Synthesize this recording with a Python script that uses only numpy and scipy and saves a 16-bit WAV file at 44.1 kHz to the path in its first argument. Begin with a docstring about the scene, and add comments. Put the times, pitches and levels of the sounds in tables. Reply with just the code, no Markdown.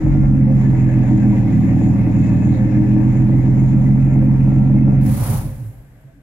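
"""A six-cylinder car idles just outside an open concrete garage, heard from the floor inside.
At first pulses from two unequal banks ring the pipes and the garage, over a brief shudder, filtered-noise
gas roar and fizz, whining tones, humming panels and a faint yard wash. The idle sags and recovers, with short
metal rings and one spit of gas. Then the fuel is cut: the firings stop, unfired strokes push dull puffs,
noise bursts out as hiss, rumble and gust, hollow notes and thin seeping air follow, and the garage goes quiet."""
import sys
import numpy as np
from scipy import signal
from scipy.fft import rfft, irfft, next_fast_len
from scipy.io import wavfile
from scipy.ndimage import uniform_filter1d, minimum_filter1d

SR = 44100
rng = np.random.default_rng(int(sys.argv[2]) if len(sys.argv) > 2 else 0)


def output_pcm(signal):
    """Save a mono or channel-first signal as 16-bit PCM at the path in sys.argv[1].

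    Samples are clipped to [-1, 1] before scaling.
    """
    pcm = np.clip(np.atleast_2d(signal).T, -1, 1) * 32767
    wavfile.write(sys.argv[1], SR, np.round(pcm).astype(np.int16))


N = 274633
SIZE = next_fast_len(N + SR)  # room for ringing after the end
BINS = np.arange(SIZE // 2 + 1) * SR / SIZE + 1e-3  # frequency bins, Hz
OPPOSITE = np.array([[1], [-1]])  # plus in the left channel, minus in the right


def undb(db):
    """dB to gain."""
    return 10 ** (np.asarray(db) / 20)


def level(x, db):
    """Set the rms level."""
    return x * undb(db) / np.sqrt(np.mean(x ** 2))


def after(s):
    """Seconds gone since time s, 0 before it."""
    return np.maximum(np.arange(N) / SR - s, 0)


def over_time(table):
    """Columns of a curve table, one value per sample."""
    s, *columns = np.transpose(table)
    return [np.interp(np.arange(N) / SR, s, column) for column in columns]


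def over_hz(points):
    """A frequency table, read at every frequency bin."""
    hz, value = np.transpose(points)
    return np.interp(np.log(BINS), np.log(hz), value)


def bell(hz, width, order):
    """Resonance curve on the frequency bins: 1 at its centre; a higher order falls off faster."""
    return 1 / (1 + ((BINS - hz) / (width / 2)) ** 2) ** order


def causal(gain):
    """Minimum-phase response with this gain: it rings after the pulse, never before."""
    cepstrum = irfft(np.log(gain + 1e-7), SIZE)
    cepstrum[1:SIZE // 2] *= 2
    cepstrum[SIZE // 2 + 1:] = 0
    return np.exp(rfft(cepstrum))


def shape(x, gain):
    """Filter by a gain on the frequency bins."""
    return irfft(rfft(x, SIZE) * gain, SIZE)[..., :N]


def walk(rate):
    """Random levels held for 1 / rate seconds and smoothed twice; spread near 1."""
    k = int(SR / rate)
    steps = np.repeat(rng.standard_normal(N // k + 1), k)
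    return 1.2 * uniform_filter1d(uniform_filter1d(steps, k), k)[:N]


# how alike the two channels are: f/Hz, likeness (0-1)
CHANNEL_LIKENESS = [(60, 1), (130, 1), (290, 0.8), (640, 0.9), (1410, 0.2), (3100, 0.19), (6820, 0.3),
                    (15000, 0.03)]


def wide_noise(gain):
    """Noise of rms 1 whose two channels grow unlike towards the treble."""
    mid, side = rfft(rng.standard_normal((2, SIZE)))
    like = np.clip(over_hz(CHANNEL_LIKENESS), 0, 1)
    pair = np.sqrt(1 + like) * mid + np.sqrt(1 - like) * side * OPPOSITE
    return level(irfft(pair * gain, SIZE)[:, :N], 0)


# idle speed, sagging under load and recovering: t/s, firing rate f/Hz
IDLE_SPEED = [(0, 48.1), (.15, 46.57), (.37, 44.82), (.9, 42.31), (1.3, 40.84), (1.5, 38.58), (1.7, 39.02),
              (1.9, 39.6), (2.3, 39.18), (2.97, 41.81), (3.5, 43.28), (3.92, 44.68), (4.3, 44.48),
              (5.0, 44.75)]
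MEAN_IDLE_HZ = 43
# the fuel is cut and the engine slows evenly from this firing rate
COAST_S, COAST_HZ, DRAG_HZ_PER_S = 5.012, 39.6, 37


def engine_speed():
    """Firing rate of the idle curve alone, and the rate with a steady slowing once the fuel is cut."""
    idle_hz = over_time(IDLE_SPEED)[0]
    coasting = after(COAST_S)
    slowing_hz = np.maximum(COAST_HZ - DRAG_HZ_PER_S * coasting, 0)
    return idle_hz, np.where(coasting > 0, slowing_hz, idle_hz)


# pipe and garage resonances: f/Hz, width/Hz, then relative level/dB for: all firings alike, one bank
# against the other, the bank with unequal branches, chance differences, unfired strokes
PIPE_MODES = [(50, 14.6, -6.5, -36, -45.5, -27.5, -7), (57.7, 8.7, -25.5, -27.5, -43.5, -30, -20.5),
              (73.8, 8.3, -10.5, -27, -41.5, -37.5, -20.5), (103, 16.4, -6, -7, -22, -26.5, 0),
              (135.44, 34, 0.5, -9.5, -4, -12.5, -5), (160.3, 26, -26, -3.5, -23, -22, -20),
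              (174.7, 12, -11.5, -4, -18.5, -23, -20), (206.5, 8.4, -4, 2, 2.5, -10.5, -6.5),
              (209.1, 48, -17.5, -13.5, -23.5, -11, -17), (256.5, 13, -17, -14, 0, -17.5, -19.5),
              (274, 15, -17.5, -15.5, -13, -12.5, -24.5), (310.83, 16.1, -22.5, -1, -9, -8.5, -21),
              (447, 86, -33.5, -25.5, -30, -31.5, -33.5), (545, 24, -32.5, -31, -31.5, -31, -25)]


def resonances(order):
    """Gain through pipes and garage for one column of the mode table."""
    power = sum(undb(2 * row[order]) * bell(row[0], row[1], 1.88) for row in PIPE_MODES)
    power = power / (1 + (BINS / 345) ** 8)
    return np.sqrt(power) * np.minimum(BINS / 35, 1) ** 2


# colour of the upper exhaust: f/Hz, relative level/dB (per Hz)
EXHAUST_COLOUR = [(210, -33.5), (350, -11.5), (375, -13.5), (472, -22.5), (533, -9.5), (672, -18.5),
                  (749, -11), (1290, -26.5), (2100, -21), (3080, -38), (4560, -45), (6950, -42.5),
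                  (9000, -57), (11700, -85.5), (19800, -120)]
# its resonances: f/Hz, width/Hz, level/dB over the colour
EXHAUST_PEAKS = [(414.4, 29, 14), (520, 2.9, 6.5), (606, 25, 8), (739.7, 8, 8), (862, 6.1, 6.5),
                 (934, 12, 11), (1140, 6.3, 6), (1770, 41, 3), (1990, 15, 5.5), (2150, 11, 8),
                 (2440, 25, 8.5), (2570, 32, 5), (3400, 170, 3), (4000, 320, 2), (4970, 90, 5),
                 (5530, 130, 4.5), (6940, 630, 7)]


def roar_gain():
    """Colour and resonances of the upper exhaust."""
    peaks_db = sum(db * bell(hz, width, 0.85) for hz, width, db in EXHAUST_PEAKS)
    return undb(over_hz(EXHAUST_COLOUR) + peaks_db) * np.minimum(BINS / 340, 1) ** 8


# what each cylinder, in firing order, sends down the unequal branches: strength (0-1), travel time/ms
CYLINDER_BRANCHES = [(0.86, 0.01), (0.09, 0.75), (.95, 2.68), (0.6, 0.02), (0.93, 1.1), (0.08, 3.7)]
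PIPE_DB, BANK_DB, BRANCH_DB, UNEVEN_DB = -15, -20, -21, -22
RASP_DB, RASP_SCATTER_DB = -41.5, 9  # the edge of each firing rings the upper resonances
IGNITION_OFF_S = 5.07  # no firings after this
LEAD_FIRINGS = 12  # the engine is already running at the start
TIMING_MS = .06  # firings come a little early or late
CYCLE_SWAY, CYCLE_SWAY_TURN = 0.17, 0.2  # firings swell once per six: depth at mean idle, place in cycle (0-1)
LOPE_DB_PER_HZ, BRANCH_DB_PER_HZ = -0.76, -0.3  # banks and branches grow more unequal as the idle sags


def exhaust(hz, firings, load_db):
    """One pressure pulse per firing; the banks alternate, and unequal branches make some pulses late."""
    at = np.flatnonzero(np.diff(np.floor(firings[:int(IGNITION_OFF_S * SR)]))) + 1
    lead = at[0] - np.arange(LEAD_FIRINGS, 0, -1) * int(SR / hz[0])
    at = np.concatenate([lead, at])
    count = np.arange(len(at))
    at = at + np.round(TIMING_MS * SR / 1000 * rng.standard_normal(400)[count]).astype(int)
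    speed_change = hz[np.minimum(abs(at), int(COAST_S * SR) - 1)] - MEAN_IDLE_HZ
    lope = (-1.) ** count * undb(LOPE_DB_PER_HZ * speed_change + 1.1 * walk(5)[abs(at)])
    strength, late_ms = np.transpose(CYLINDER_BRANCHES)[:, count % 6]
    late = at + np.round(late_ms * SR / 1000).astype(int)
    chance = rng.uniform(-1, 1, 400)[count]
    unequal = undb(BRANCH_DB_PER_HZ * speed_change)
    sway = 1 + CYCLE_SWAY * unequal * np.cos(2 * np.pi * (count / 6 + CYCLE_SWAY_TURN))
    parts = [(at, sway, PIPE_DB), (at, lope, BANK_DB),
             (late, strength * unequal, BRANCH_DB), (at, chance, UNEVEN_DB)]
    out = 0
    for column, (place, size, db) in enumerate(parts, start=2):
        pulses = np.zeros(SIZE)  # firings before the start wrap round and ring into it
        pulses[place] = size * undb(load_db[abs(at)])
        out = out + level(shape(pulses, causal(resonances(column))), db)
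    edges = np.zeros(SIZE)
    edges[late] = (1 + strength) * undb(load_db[abs(at)] + RASP_SCATTER_DB * chance)
    rasp_gain = causal(roar_gain() / (1 + (BINS / 1100) ** 4))
    return out + level(shape(edges, rasp_gain), RASP_DB)


# side sound against mid sound in the garage: f/Hz, level/dB
SIDE_OVER_MID = [(48, -30.5), (66, -16), (85, -5.5), (105, -26.5), (140, -20.5), (200, -13), (380, -11.5),
                 (700, -5.5)]
# low pitches build up later in the garage: f/Hz, delay/ms
LATE_BASS = [(0, 45), (100, 45), (330, 0)]
GARAGE_T60_S = .3  # the side echo falls 60 dB in this time
GARAGE_SMEAR_MS = 24  # spread of the arrival times of neighbouring pitches
FADE_IN_S = .008


def garage(x):
    """Scattered echoes smear each pulse in time and reach the two channels differently."""
    knots_hz = np.arange(0, 1000, 18)
    delay_s = np.interp(BINS, knots_hz, rng.random(len(knots_hz)) - .5) * GARAGE_SMEAR_MS / 1000
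    delay_s = delay_s + np.interp(BINS, *np.transpose(LATE_BASS)) / 1000
    notch = undb(-8.5 * bell(160.4, 13, 1))  # here direct sound and an echo cancel
    # adding up the delays over frequency gives the phase
    smear = np.exp(-2j * np.pi * np.cumsum(delay_s) * SR / SIZE) * notch
    x = x * np.sin(np.pi / 2 * np.minimum(after(0) / FADE_IN_S, 1)) ** 2
    t = np.arange(SR // 2) / SR
    echo = level(rng.standard_normal(len(t)) * undb(-60 * t / GARAGE_T60_S), 0) / np.sqrt(len(t))
    mid = shape(x, smear)
    side = shape(x, smear * rfft(echo, SIZE) * undb(over_hz(SIDE_OVER_MID)))
    return np.array([mid + side, mid - side])


CYCLE_THROB, BANK_THROB = 1.2, 0.76  # swing once per six firings and once per two, against 1 per firing


def throb(firings):
    """Gas puffs with every firing, more for one bank and most for one cylinder."""
    each = np.cos(2 * np.pi * firings)
    bank = BANK_THROB * np.cos(np.pi * firings)
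    cycle = CYCLE_THROB * np.cos(2 * np.pi * firings / 6)
    return each + bank + cycle


# bands of the roar: edges f/Hz, base level/dB, dB gained per dB of gas noise level, slow flicker/dB,
# share of the throb (0-1)
GAS_BANDS = [((0, 480, 650, 850, 1200), -37, 0.61, 0.98, 0.02), ((1170, 1510, 1850, 2320, 2890),
             -44, .8, 0.46, 0.081), ((2900, 4700, 6200), -60, 1, 0.68, 0.025), ((6200, 20000),
             -58.5, 1.8, 1.8, 0.13)]


def roar(firings, gas_db, still_db):
    """Gas noise in pipe and body resonances, puffing a little with each firing; bands flicker apart."""
    beat = throb(firings)
    noise = wide_noise(roar_gain())
    out = 0
    for edges_hz, db, per_gas_db, flicker_db, puffing in GAS_BANDS:
        band = 0
        for low, high in zip(edges_hz, edges_hz[1:]):
            flicker = undb(flicker_db * walk(12) + 1.6 * walk(25))
            band = band + shape(noise, (BINS > low) & (BINS <= high)) * flicker
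        out = out + level(band, db) * undb(per_gas_db * gas_db) * (1 + puffing * beat)
    return out * undb(still_db)


# colour of the fizz: f/Hz, relative level/dB (per Hz)
TAIL_PIPE_COLOUR = [(4710, -29.5), (8000, -4.5), (9160, -5.5), (9940, 1.5), (11900, 2.5), (13600, -12.5),
                    (15700, -14.5)]
FIZZ_DB = -65  # before level changes and flicker
FIZZ_PUFFING = .13  # depth (0-1)


def fizz(firings, change_db):
    """Faint wet fizz at the tail pipe: flickering treble noise that puffs with the firings."""
    noise = wide_noise(undb(over_hz(TAIL_PIPE_COLOUR)) * np.minimum(BINS / 8000, 1) ** 8)
    flicker_db = .7 * walk(3.2) + 1.3 * walk(40)
    return noise * undb(FIZZ_DB + change_db + flicker_db) * (1 + FIZZ_PUFFING * np.cos(2 * np.pi * firings))


# belt-driven parts sing where a body resonance lifts them: multiple of the firing rate,
# base level/dB, body f/Hz, width/Hz
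BELT_WHINES = [(30.3, -51, 1375, 97), (27.23, -54.5, 1300, 60)]
WHINE_WAVER_DB = 3.5


def whine(firings, load_db):
    """Thin wavering tones that follow the engine speed."""
    out = 0
    for multiple, db, hz, width in BELT_WHINES:
        gain = undb(db + load_db + WHINE_WAVER_DB * walk(6.0))
        tone = np.sin(2 * np.pi * multiple * firings + 2 * walk(25))
        out = out + shape(gain * tone, bell(hz, width, 0.99))
    return out


SHUDDER_DB, SHUDDER_HOLD_S, SHUDDER_DB_PER_S = -22, .3, 90  # level, how long it holds, then how fast it falls
SHUDDER_SIDE_DB = -4  # side against mid


def shudder():
    """The car body shakes for a moment before the idle is even: low noise, unlike in the two channels."""
    gain = np.sqrt(bell(62, 8.9, 0.9)) / (1 + (BINS / 250) ** 4)
    mid, side = level(shape(rng.standard_normal((2, SIZE)), gain), 0)
    side = undb(SHUDDER_SIDE_DB) * shape(side, np.minimum(BINS / 55, 1) ** 4)
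    return (mid + side * OPPOSITE) * undb(SHUDDER_DB - SHUDDER_DB_PER_S * after(SHUDDER_HOLD_S))


# loose sheet metal that hums along: f/Hz, width/Hz
LOOSE_PANELS = [(527, 17), (1715, 70), (2575, 70)]
# how strongly each panel hums, before waver and puffing: t/s, then level/dB for each of the three panels
PANEL_LEVELS = [(0, -50.5, -60, -73.5), (.4, -41.5, -62, -72), (.65, -41, -54, -63.5),
                (.95, -45.5, -52.5, -60.5), (1.251, -49, -57, -60), (1.6, -49, -63, -62.5),
                (1.8, -51, -57.5, -59), (2.1, -39, -67, -57), (2.35, -53.5, -52, -56.5),
                (2.65, -40.5, -55.5, -62), (2.95, -45.5, -56, -65.5), (3.301, -52, -61, -69),
                (4.3, -48, -64, -70.5), (4.6, -46, -62.5, -72), (4.8, -47, -65, -59.5),
                (5.2, -45, -66, -69)]
PANEL_PUFFING = 0.12  # share of the throb


def panels(firings, still_db):
    """Gas noise shakes each panel at its own pitch, pulsing with the firings."""
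    hum = 0
    for (hz, width), db in zip(LOOSE_PANELS, over_time(PANEL_LEVELS)):
        hum = hum + wide_noise(bell(hz, width, 1)) * undb(db + 3.2 * walk(14))
    return hum * (1 + PANEL_PUFFING * throb(firings)) * undb(still_db)


# colour of the yard: f/Hz, relative level/dB (per Hz)
OUTDOOR_COLOUR = [(180, -32), (300, -4.5), (460, -8.5), (666, -5.5), (746, -12), (1360, -18), (1540, -11),
                  (4610, -33.5), (9000, -31.5), (11700, -54), (19800, -120)]
YARD_DB, YARD_FADE_S, YARD_DB_PER_S = -55.5, 5.68, 9  # mean level, start of the fade, how fast it falls


def yard():
    """Faint outdoor wash: gently wavering noise that runs all through and dies away at the end."""
    fall_db = YARD_DB_PER_S * after(YARD_FADE_S)
    return wide_noise(undb(over_hz(OUTDOOR_COLOUR))) * undb(YARD_DB - fall_db + walk(7.2))


# brief rings of sheet metal under the car: t/s, level/dB before the soft rise, f/Hz
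METAL_RINGS = [(0.792, -38.5, 1716), (0.885, -35, 1720), (1.025, -32, 1680), (1.178, -37, 1706),
               (1.323, -25, 940), (1.365, -37.5, 2053), (1.472, -33, 2166), (1.526, -35.5, 1990),
               (1.604, -27.5, 748), (1.638, -38, 2070), (1.78, -38, 1716), (1.985, -35, 2162),
               (2.177, -45, 2126), (2.291, -34, 1760), (2.3, -35, 2050), (2.45, -35, 1727),
               (2.48, -36, 2110), (2.745, -34, 1720), (2.392, -43.5, 1710), (2.676, -35, 2080),
               (2.791, -29, 598), (2.815, -31, 759.7), (3.127, -34, 511), (3.168, -38, 1750),
               (3.32, -34, 2005), (3.858, -32.5, 1998)]
RING_T60_S, RING_RISE_S = 0.1, 0.0077  # time to fall 60 dB; time constant of the rise


def rings():
    """Each ring is one quickly fading mode."""
    t = np.arange(SR // 5) / SR
    out = np.zeros(N)
    for s, db, hz in METAL_RINGS:
        k = int(s * SR)
        envelope = undb(db - 60 * t / RING_T60_S) * (1 - np.exp(-t / RING_RISE_S))
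        out[k:k + len(t)] += envelope * np.sin(2 * np.pi * hz * t)
    return out


SPIT_S, SPIT_SPREAD_S, SPIT_DB = 2.545, .028, -57  # middle, half-width of the bell-shaped swell, peak level


def spit():
    """One brief brighter puff of gas from the tail pipe: a swell of noise around one pitch."""
    swell = np.exp(-.5 * ((np.arange(N) / SR - SPIT_S) / SPIT_SPREAD_S) ** 2)
    return wide_noise(np.sqrt(bell(3900, 700, 2.2))) * undb(SPIT_DB) * swell


# left-right balance of the escaping air: f/Hz, left minus right level/dB
AIR_BALANCE = [(3000, 0), (5000, -1.5), (7000, 3.5), (9000, -5.5), (12000, -3.5), (15000, 15)]


def pan_air(air):
    """Tip each pitch of the escaping air towards the left or the right."""
    return shape(air, undb(over_hz(AIR_BALANCE) / 2 * OPPOSITE))


# escaping air, before its puffs and dip: t/s, level/dB
AIR_LEVEL = [(5.012, -48), (5.04, -47), (5.065, -38.5), (5.16, -34.5), (5.27, -30.5), (5.35, -31.5),
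             (5.46, -42.5), (5.54, -50), (5.66, -55.5), (5.9, -73), (6.23, -88)]
# its colour: f/Hz, relative level/dB (per Hz)
AIR_COLOUR = [(240, -32), (400, -3), (474, -19), (519, 10.5), (615, -5), (685, -5), (917, -6), (1200, -6),
              (3540, -17.5), (7500, -18), (10500, -8.5), (13000, -17), (15700, -14)]
HISS_BEAT = .24  # depth of the puffs (0-1)
HISS_SPLIT_HZ = 5000  # the jet puffs above this, the whoosh below flows evenly
WHOOSH_S, WHOOSH_SPREAD_S, WHOOSH_DIP_DB = 5.29, 0.14, -2.5  # the lower part dips a little around this time


def hiss(firings):
    """Air rushes out: a bright jet puffing with the last piston strokes over a smoother, lower whoosh."""
    t = np.arange(N) / SR
    pumping = np.clip((5.6 - t) / .2, 0, 1)  # the puffs even out as the pistons stop
    beat = 1 + pumping * HISS_BEAT * np.cos(2 * np.pi * firings)
    dip = undb(WHOOSH_DIP_DB * np.exp(-.5 * ((t - WHOOSH_S) / WHOOSH_SPREAD_S) ** 2))
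    air = pan_air(wide_noise(undb(over_hz(AIR_COLOUR)) * np.minimum(BINS / 400, 1) ** 4))
    whoosh = shape(air, 1 / (1 + (BINS / HISS_SPLIT_HZ) ** 4))
    jet = air - whoosh
    return (whoosh * dip + jet * beat) * (after(COAST_S) > 0) * undb(over_time(AIR_LEVEL)[0])


# strokes of the dying engine: t/s, peak level/dB going into the garage
UNFIRED_STROKES = [(5.047, -6), (5.085, -14), (5.13, -15.5), (5.171, -8), (5.217, -14.5), (5.256, -14.5),
                   (5.278, -16), (5.307, -15), (5.347, -19.5), (5.391, -30), (5.439, -18), (5.478, -27.5),
                   (5.541, -37), (5.589, -31)]


def strokes():
    """Unfired pistons still push dull puffs into the pipes."""
    s, db = np.transpose(UNFIRED_STROKES)
    gain = causal(resonances(order=6))
    pulses = np.zeros(N)
    pulses[(s * SR).astype(int)] = undb(db)
    return shape(pulses, gain) / np.max(np.abs(irfft(gain, SIZE)))


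# low rumble that lingers in the garage: t/s, murmur level/dB, deepest hum level/dB
RUMBLE_LEVELS = [(5.05, -23, -25.5), (5.128, -20.5, -30), (5.212, -18.5, -27), (5.258, -28, -30),
                 (5.3, -19, -26), (5.35, -18, -31), (5.406, -25, -27), (5.46, -24, -26.5),
                 (5.524, -38.5, -43), (5.6, -33, -45), (5.7, -40, -42.5), (5.82, -44.5, -45.5),
                 (5.92, -47, -47), (6.23, -49.5, -56)]
# colour of the murmur: f/Hz, relative level/dB (per Hz)
MURMUR_COLOUR = [(18, -38), (30, -6.5), (75, -12), (92, -15), (113, 0.5), (140, -3.5), (167, -12.5),
                 (301, -15.5), (368, -39.5), (409, -22.5), (455, -49), (500, -46.5), (650, -53),
                 (1100, -120)]


def rumble():
    """A loose low murmur in pipes and garage as the engine dies, lingering after the last strokes."""
    rise = np.clip((np.arange(N) / SR - RUMBLE_LEVELS[0][0]) / 0.057, 0, 1)
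    murmur_db, hum_db = over_time(RUMBLE_LEVELS)
    murmur = wide_noise(undb(over_hz(MURMUR_COLOUR)) * np.minimum(BINS / 70, 1) ** 3)
    hum = wide_noise(bell(47, 14, 0.87))
    return (murmur * undb(murmur_db) + hum * undb(hum_db)) * rise


# the burst also blows through the pipes as a rough gust: t/s, level/dB before flicker
GUST_LEVEL = [(5.15, -59), (5.2, -38), (5.25, -35.5), (5.295, -40), (5.33, -35), (5.37, -38.5),
              (5.43, -47.5), (5.5, -58)]
GUST_FLICKER_DB = 0.5


def gust():
    """Rough mid-pitched body of the burst: noise in one broad resonance."""
    on = (after(GUST_LEVEL[0][0]) > 0) & (after(GUST_LEVEL[-1][0]) == 0)
    return wide_noise(bell(890, 600, 1.0)) * on * undb(over_time(GUST_LEVEL)[0] + GUST_FLICKER_DB * walk(40))


# short hollow notes of the pipes as the engine rocks to rest: middle t/s,
# peak level/dB going into the garage, f/Hz, length/s
PIPE_NOTES = [(5.449, -22.5, 48, .1), (5.491, -26, 128, .05), (5.565, -23, 125, .07),
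              (5.619, -23.5, 108, 0.13), (5.727, -37.5, 118, .08), (5.742, -55, 780, .05),
              (5.832, -43, 140, 0.12), (6.03, -33.5, 135, .09), (6.096, -57, 660, 0.12),
              (6.163, -47, 285, 0.095), (6.168, -43.5, 142, 0.071)]


def moans():
    """Each note swells and fades on one pitch."""
    t = np.arange(N) / SR
    out = 0
    for s, db, hz, length_s in PIPE_NOTES:
        swell = np.cos(np.pi * np.clip((t - s) / length_s, -.5, .5)) ** 2
        out = out + undb(db) * swell * np.sin(2 * np.pi * hz * t)
    return out


# the last air seeps out thinner and higher, in small spurts: t/s, level/dB before flicker
SEEP_LEVEL = [(5.5, -60), (5.6, -64), (5.655, -59.5), (5.73, -65), (5.87, -67.5), (5.94, -71),
              (6.03, -70.5), (6.1, -74), (6.23, -79)]
# its colour: f/Hz, relative level/dB (per Hz)
THIN_AIR_COLOUR = [(2350, -47), (4000, -19), (4560, -20), (6040, -26), (7380, -9), (7640, -7), (9270, -15),
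                   (10100, -7), (11900, -3), (15700, -19)]


def seep():
    """Thin spitting end of the escaping air: flickering treble noise."""
    air = pan_air(wide_noise(undb(over_hz(THIN_AIR_COLOUR)) * np.minimum(BINS / 4000, 1) ** 4))
    rise = np.minimum(after(SEEP_LEVEL[0][0] - .05) / 0.13, 1)
    return air * rise * undb(over_time(SEEP_LEVEL)[0] + 1.2 * walk(30))


# gas noise level: dips early, is louder through the middle, then slowly softens: t/s, level/dB
GAS_NOISE_LEVEL = [(0, -2.5), (.45, -6.5), (.6, -0.5), (1.4, -1), (2.7, -1), (3.6, -2.5), (4.2, -4),
                   (5, -5.5)]
LOAD_DB_PER_HZ, DYING_DB_PER_S = -0.16, 32  # firings harden as the idle sags, and weaken once the fuel is cut
STILL_S, STILL_DB_PER_S = 5.25, 38.5  # from here the gas stops moving and its noise dies
FIZZ_PER_GAS_DB = .5  # dB per dB of gas noise level


def scene():
    """Engine, air and rumble: one shared engine speed drives every part that beats or whines."""
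    idle_hz, hz = engine_speed()
    gas_db = over_time(GAS_NOISE_LEVEL)[0]
    firings = np.cumsum(hz) / SR  # running count, with fractions
    load_db = LOAD_DB_PER_HZ * (idle_hz - MEAN_IDLE_HZ) - DYING_DB_PER_S * after(COAST_S)
    still_db = -STILL_DB_PER_S * after(STILL_S)
    pipes = garage(exhaust(hz, firings, load_db) + strokes() + moans())
    gas = roar(firings, gas_db, still_db) + fizz(firings, FIZZ_PER_GAS_DB * gas_db + still_db)
    body = whine(firings, load_db) + shudder() + panels(firings, still_db) + rings()
    escaping = hiss(firings - firings[int(COAST_S * SR)]) + gust() + seep()
    return pipes + gas + body + yard() + spit() + escaping + rumble()


# unlike colour of the two microphone ports: f/Hz, left minus right level/dB
PORT_COLOUR = [(60, 4.5), (110, -2), (200, -3), (380, 0.5), (700, 0.5), (1290, 1.5), (2380, 3.5),
               (4400, 11), (8120, 8), (15000, -22)]
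LEFT_LAG = 4  # samples
LIMIT, LIMIT_MS = .66, 30  # level where the limiter starts (0-1), its window
TOP_HZ = 15780


def record(dry):
    """Two ports of unlike colour, the left a little further from the car; limited peaks; top cut."""
    tilt = undb(over_hz(PORT_COLOUR) / 2)
    lag = np.exp(-2j * np.pi * BINS * LEFT_LAG / SR)
    faded = dry * np.minimum(after(0) / FADE_IN_S, 1)
    ports = shape(faded, np.array([tilt * lag, 1 / tilt]))
    k = int(LIMIT_MS * SR / 1000)
    peak = uniform_filter1d(-minimum_filter1d(-np.abs(ports).max(axis=0), k), k)
    ports = ports * np.minimum(LIMIT / (peak + 1e-9), 1) ** .75  # takes off three quarters of the excess in dB
    return signal.sosfilt(signal.ellip(12, .2, 60, TOP_HZ, fs=SR, output="sos"), ports)


dry = scene()
out = record(dry)
output_pcm(out)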